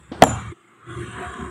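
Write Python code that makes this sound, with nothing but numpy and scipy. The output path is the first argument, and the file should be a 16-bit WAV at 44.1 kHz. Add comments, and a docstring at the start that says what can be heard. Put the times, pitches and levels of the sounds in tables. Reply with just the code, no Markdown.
"""Distant traffic hums and hisses behind an open quarry. A dull knock comes first, then a short rush of
noise. At 0.22 s a sledgehammer lands on a steel wedge in a boulder and strikes again 15 ms later, close
enough to overload the microphone. The steel rings over a low boom, while rocks and grit scatter the blow.
Just after half a second the background is abruptly muted to a faint wash for a moment, then returns."""
import sys
import numpy as np
from scipy import signal
from scipy.fft import rfft, irfft
from scipy.io import wavfile
from scipy.ndimage import uniform_filter1d

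SR = 44100
rng = np.random.default_rng(int(sys.argv[2]) if len(sys.argv) > 2 else 0)


def generate_wav(sig):
    """Save sig (samples, or channels by samples) to the path in sys.argv[1] as 16-bit PCM at SR."""
    pcm = np.round(np.clip(np.atleast_2d(sig).T, -1, 1) * 32767).astype(np.int16)
    wavfile.write(sys.argv[1], SR, pcm)


N = 66150
T = np.arange(N) / SR


def amp(db):
    """Turns decibels into a number to multiply by."""
    return 10 ** (np.asarray(db) / 20)


def evened(x):
    """Scales a signal to an average strength (rms) of 1."""
    return x / np.sqrt(np.mean(x ** 2) + 1e-20)


def curve(points, column=1):
    """Joins the points of a time table with straight lines."""
    table = np.array(points)
    return np.interp(T, table[:, 0], table[:, column])


def at_pitch(points, hz, column=1):
    """Looks up pitches in a table, on a scale of octaves."""
    table = np.array(points)
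    return np.interp(np.log(hz + 1), np.log(table[:, 0] + 1), table[:, column])


def noise(colour):
    """Noise of strength 1; the colour table sets how its pitches compare."""
    gain = amp(at_pitch(colour, np.fft.rfftfreq(N, 1 / SR)))
    return evened(irfft(rfft(rng.standard_normal(N)) * gain, N))


def wander(width_hz):
    """A smooth random wobble; more width makes it faster."""
    hz = np.fft.rfftfreq(N, 1 / SR)
    return evened(irfft(rfft(rng.standard_normal(N)) / (1 + (2 * hz / width_hz) ** 4), N))


def band(hz, width_hz, rough):
    """A tone, from pure (rough=0) to a narrow band of noise (rough=1)."""
    phase = 2 * np.pi * (np.cumsum(hz * np.ones(N)) / SR + rng.random())
    tone = (1 - rough + rough * wander(width_hz)) * np.sin(phase)
    return evened(tone + rough * wander(width_hz) * np.cos(phase))


def wash(colour, patchy_db):
    """Noise in which narrow patches of pitch grow louder and softer."""
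    slices = signal.stft(noise(colour), SR, nperseg=1024, noverlap=768)[2]
    patches = uniform_filter1d(rng.standard_normal(slices.shape), size=3, axis=0)
    patches = evened(uniform_filter1d(patches, size=24, axis=1))
    slices = slices * amp(patchy_db * np.minimum(patches, 2))
    return evened(signal.istft(slices, SR, nperseg=1024, noverlap=768)[1][:N])


def rise(start, rise_s):
    """Climbs from 0 to 1 and stays there."""
    return np.clip((T - start) / rise_s, 0, 1)


def decay(start, fade_s):
    """Jumps to 1, then dies away; a fade time is how long a 60 dB drop takes."""
    return (T >= start) * np.exp(-np.log(1000) * np.maximum(T - start, 0) / fade_s)


def ring(tones, start):
    """Fading tones set going by one blow; neighbours swing opposite ways."""
    return sum((-1) ** k * amp(db) * decay(start, fade_s) * np.sin(2 * np.pi * hz * (T - start))
               for k, (hz, db, fade_s) in enumerate(tones))


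# colours of the road, the tyres and a steady far-off wash: (pitch [Hz], level [dB])
ROAR = [(40, -28), (200, -1), (390, -4.5), (520, -6.5), (880, -16.5), (1020, -5.5), (1290, 0), (1600, -1),
        (2200, -15.5), (2850, -26), (3350, -23.5), (4100, -31), (4900, -62), (7800, -22.5), (10000, -43),
        (16000, -72)]
HISS = [(1200, -20), (2000, 14), (2700, 0), (3400, 5), (4900, -21), (6200, -9.5), (7400, 2.5), (8600, 2),
        (9400, -11.5), (10400, -9), (12000, -29), (16000, -30.5)]
FAR_WASH = [(40, -12.5), (130, -9.5), (220, -3.5), (350, -3.5), (520, -11.5), (950, -12.5), (1280, 2.5),
            (1600, -11), (2200, -10), (3400, -20), (4900, -36.5), (6200, -42.5), (8000, -18), (9500, -37.5),
            (15000, -43)]
# loudness of the roar and hiss, abruptly muted from about 0.53 to 0.87 s: (time [s], level [dB])
ROAR_LEVEL = [(0, -72), (.17, -50.5), (.3, -38.5), (.46, -44), (.524, -48), (.54, -101), (.78, -70.5),
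              (.865, -54.5), (.9, -44.5), (1.02, -43.5), (1.13, -43.5), (1.24, -37.5), (1.34, -40),
              (1.44, -39.5), (1.5, -44)]
HISS_LEVEL = [(0, -60), (.17, -58.5), (.4, -47.5), (.524, -54.5), (.54, -67.5), (.84, -71), (.9, -52),
              (1.02, -45.5), (1.13, -49), (1.23, -47), (1.36, -49), (1.5, -51.5)]
# whining notes in the roar: (pitch [Hz], width [Hz], level against the roar [dB])
WHINES = [(1105, 110, -7), (1290, 110, -16), (1473, 85, -9.5), (1632, 37, -14), (1880, 110, -30),
          (2760, 62, -26.5), (3220, 56, -20), (3816, 90, -25)]

def road(flutter_db=0.92):
    """The road roars and tyres hiss over a faint steady wash."""
    roar = wash(ROAR, patchy_db=5)
    roar += sum(amp(db) * band(hz, width_hz, rough=0.93) for hz, width_hz, db in WHINES)
    hiss = wash(HISS, patchy_db=8) * amp(curve(HISS_LEVEL))
    far = amp(-56.5) * wash(FAR_WASH, patchy_db=4)
    flutter = amp(flutter_db * wander(width_hz=300))
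    return (roar * amp(curve(ROAR_LEVEL)) + hiss) * flutter + far


# colour of the traffic's rumble: (pitch [Hz], level [dB])
RUMBLE = [(25, -11.5), (55, -3.5), (78, 11), (98, -10.5), (140, -5), (250, -22), (600, -68)]
# loudness of the rumble, muted at the same moment: (time [s], level [dB])
RUMBLE_LEVEL = [(0, -46.5), (.18, -40.5), (.33, -28), (.515, -39), (.545, -91), (.82, -89), (.89, -47.5),
                (1.03, -35), (1.17, -37), (1.22, -48), (1.28, -31), (1.32, -40), (1.36, -56), (1.42, -28.5),
                (1.5, -35.5)]
# the engine's low hum and higher drone: (time [s], pitch [Hz], level [dB])
HUM = [(0, 118, -63), (.52, 119.6, -38), (.545, 117.6, -89), (.83, 117.6, -59.5), (.89, 121.7, -40),
       (1.0, 119.9, -33), (1.15, 116.9, -41.5), (1.25, 111, -62), (1.5, 121.7, -74)]
DRONE = [(0, 337.6, -63), (.47, 340.2, -71), (.525, 345.4, -35.5), (.545, 345, -60), (.83, 340, -70),
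         (.89, 332, -41.5), (.94, 348.8, -38), (1.0, 350, -34), (1.08, 355, -41.5), (1.12, 372, -54),
         (1.21, 375.6, -35.5), (1.28, 370.8, -50), (1.42, 385, -41.5), (1.5, 351.5, -42)]

def engine():
    """An engine hums and drones over the low rumble of the traffic."""
    rumble = amp(curve(RUMBLE_LEVEL)) * noise(RUMBLE)
    hum = amp(curve(HUM, column=2)) * band(curve(HUM), width_hz=113, rough=0.39)
    drone = amp(curve(DRONE, column=2)) * band(curve(DRONE), width_hz=120, rough=0.37)
    return rumble + hum + drone


# tones of the dull knock: (pitch [Hz], level [dB], fade time [s])
KNOCK = [(260.6, -19, 0.036), (339, -32.5, 0.19), (476, -29, 0.057), (590, -39.5, 0.054)]
# colours of the scuff and of the rush of noise: (pitch [Hz], level [dB])
SCUFF = [(80, 1.5), (300, 1.5), (700, 10), (1200, -0.5), (2000, -10), (3200, -6.5), (5500, -16),
         (8000, -35.5), (14000, -61)]
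RUSH = [(60, 10), (300, 12), (750, -1), (1400, -6.5), (3300, -23), (5000, -25.5), (8000, -37), (12000, -45)]
# the rush swells just before the hit: (time [s], level [dB])
RUSH_LEVEL = [(.12, -100), (.15, -48), (.19, -42), (.21, -34.5), (.22, -19), (.232, -100)]

def knock_and_rush(start=0.1168):
    """A dull knock with a scuffing tail, then a short rush of noise just before the hit."""
    scuff = amp(-35) * noise(SCUFF) * decay(start, fade_s=0.34) * rise(start, rise_s=0.0042)
    rush = amp(curve(RUSH_LEVEL)) * noise(RUSH)
    return ring(KNOCK, start) + scuff + rush


# the two hits: (time [s], slap pitch [Hz], slap [dB], boulder [dB], crunch [dB], steel [dB])
BLOWS = [(0.2219, 683, 18, 8.5, 4.5, -41), (0.2367, 785, 3.5, -5, -9.5, -3)]
# tones of the wedged boulder and of the steel: (pitch [Hz], level [dB], fade time [s])
BOULDER = [(181.5, -9.5, 0.049), (266.4, -9, 0.058), (457.7, -15.5, 0.081), (570, -16.5, 0.029),
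           (694, -21.5, 0.083), (777, -13.5, 0.072), (863.5, -17.5, 0.054), (951, -14, 0.046),
           (1058, -37.5, .064), (1375, -11.5, 0.029), (1660, -12, 0.023), (1797, -10, 0.023),
           (2311, -23.5, .045), (3257, -16.5, 0.022)]
STEEL = [(5700, -45, .48), (6612, -47, .27), (7094, -23.5, .11), (7333, -19, .12), (7366, -36, .34),
         (10061, -32, .31), (10078, -41, .36)]
# colours of crushed stone and of steel on steel: (pitch [Hz], level [dB])
CRUNCH = [(60, -9.5), (250, 11.5), (800, -0.5), (2000, -9.5), (3300, -10.5), (5000, -33.5), (7200, -24.5),
          (10000, -58), (16000, -65)]
TICK = [(500, -19.5), (2500, -13), (5000, -15.5), (7200, 10.5), (10000, -15), (16000, -12)]
# one high steel note swells and sinks as it dies: (time [s], level [dB])
NOTE_LEVEL = [(.237, -41), (.27, -45), (.297, -26.5), (.335, -40), (.355, -46), (.38, -60), (.405, -47.5),
              (.44, -82), (.5, -58), (.54, -90)]

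def hammer():
    """Each hit slaps, crunches and thumps the boulder; steel on steel ticks and rings."""
    out = np.zeros(N)
    for start, slap_hz, slap_db, boulder_db, crunch_db, steel_db in BLOWS:
        slap = ring([(slap_hz, slap_db, 0.013)], start)  # gone in 13 ms
        crunch = noise(CRUNCH) * decay(start, fade_s=0.023) * rise(start, rise_s=0.00036)
        steel = sum(ring([tone], start) * (1 + 0.4 * wander(width_hz=124)) for tone in STEEL)
        tick = amp(-5.5) * noise(TICK) * decay(start, fade_s=0.008)
        out += slap + amp(boulder_db) * ring(BOULDER, start)
        out += amp(crunch_db) * crunch + amp(steel_db) * (steel + tick)
    sounding = (T > NOTE_LEVEL[0][0]) * (T < NOTE_LEVEL[-1][0])
    return out + sounding * amp(curve(NOTE_LEVEL)) * band(hz=7086, width_hz=70, rough=0.3)


def cut_short(end_s=0.507, closing_s=0.028):
    """Holds at 1, then drops quickly to silence."""
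    return np.clip((end_s - T) / closing_s, 0, 1)


# hollow tones of the ground: (pitch [Hz], level [dB], fade time [s])
BOOM = [(78, -31, 0.27), (114.1, -21, 1), (200.5, -31.5, 1), (240, -24, 0.13)]

def boom():
    """The ground under the boulder booms: it builds, rings on and stops short."""
    start = BLOWS[0][0]
    return ring(BOOM, start) * rise(start, rise_s=0.1) * cut_short()


# the blow as the rock piles return it: (pitch [Hz], level [dB], fade time [s])
SCATTER = [(40.15, -27, .5), (114, -9, 0.7), (250, 11.5, 0.33), (400, -11.5, 0.49), (621, 7, 0.24),
           (820, -2.5, 0.42), (1160, -6.5, 0.48), (1505, -15, 0.23), (2597, -17, 0.45), (3800, -22, 0.41),
           (4860, -40, 0.47), (6700, -20, 0.55), (9400, -25.5, 0.32), (12000, -27.5, 0.17),
           (14970, -37, .12)]
FAR_ROCKS_S = 0.264  # when the sound from the far rocks arrives

def scatter(grain_db=1.77):
    """Rock piles and falling grit spread the blow into a grainy tail; the bass lasts longest."""
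    start = BLOWS[1][0]
    grit = rng.standard_normal(N) * amp(grain_db * wander(width_hz=170))
    hz, times, slices = signal.stft(grit, SR, nperseg=1024)
    colour = evened(amp(at_pitch(SCATTER, hz)))[:, None]
    fade_s = at_pitch(SCATTER, hz, column=2)[:, None]
    fade = np.exp(-np.log(1000) * np.maximum(times - start, 0) / fade_s)
    tail = signal.istft(slices * colour * fade, SR, nperseg=1024)[1][:N]
    near_rocks = amp(-5) * (T > start)
    far_rocks = rise(FAR_ROCKS_S, rise_s=0.0073)
    return amp(-18) * tail * np.maximum(near_rocks, far_rocks)


# slaps off the rock faces: (time [s], pitch [Hz], level [dB])
ECHOES = [(.2545, 620, -19), (0.2673, 640, -13.5), (0.2703, 230, -18), (0.2832, 220, -12)]
# stony notes in the tail: (pitch [Hz], level [dB])
STONY_NOTES = [(1270, -41.5), (2720, -49.5), (3165, -51), (3774, -58.5), (4075, -59)]

def echoes(slap_fade_s=0.016):
    """Single rock faces throw the blow back, and faint stony notes linger."""
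    slaps = sum(ring([(hz, db, slap_fade_s)], start) for start, hz, db in ECHOES)
    notes = sum(amp(db) * band(hz, width_hz=28, rough=0.93) for hz, db in STONY_NOTES)
    return slaps + notes * decay(FAR_ROCKS_S, fade_s=0.9) * cut_short()


# brief swells: (peak time [s], half length [s], pitch [Hz], width [Hz], level [dB])
SWELLS = [(0.36, .035, 760, 130, -40.5), (0.378, 0.03, 1200, 510, -37), (0.48, 0.028, 1800, 15, -55),
          (.84, 0.055, 1250, 380, -51.5), (0.965, 0.055, 1200, 340, -45), (1.237, 0.035, 705, 49, -36.5),
          (1.311, 0.16, 720, 51, -46.5), (1.195, 0.032, 270, 730, -40), (1.42, 0.041, 235, 113, -34),
          (1.1, 0.092, 2750, 1100, -50), (1.028, 0.02, 1700, 660, -40), (1.19, 0.039, 1600, 720, -41),
          (1.235, 0.027, 2450, 320, -48.5), (1.43, 0.087, 1020, 124, -42.5),
          (1.43, 0.032, 3350, 250, -65.5), (1.203, 0.082, 980, 130, -43), (1.02, 0.032, 9700, 2700, -62),
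          (1.23, .035, 10900, 1700, -66)]

def swells():
    """Brief hollow or rustling swells in the blow's tail and, later, in the traffic."""
    return sum(amp(db) * np.exp(-((T - peak_s) / half_s) ** 2) * band(hz, width_hz, rough=0.58)
               for peak_s, half_s, hz, width_hz, db in SWELLS)


def scene():
    """The blow in front of the traffic, in one channel."""
    blow = hammer() + boom() + echoes() + scatter()
    return (blow + knock_and_rush() + road() + engine() + swells())[None]


def record(dry, low_cut_hz=84, drive_db=1, high_cut_hz=15850):
    """The microphone drops the deep bass, overloads on the blow and loses the highest treble."""
    thinned = signal.sosfilt(signal.butter(3, low_cut_hz, "high", fs=SR, output="sos"), dry)
    clipped = np.clip(thinned * amp(drive_db), -1, 1)
    treble_cut = signal.firwin(255, high_cut_hz, window=("kaiser", 9), fs=SR)
    return signal.oaconvolve(clipped, treble_cut[None], "same")


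dry = scene()
out = record(dry)
generate_wav(out)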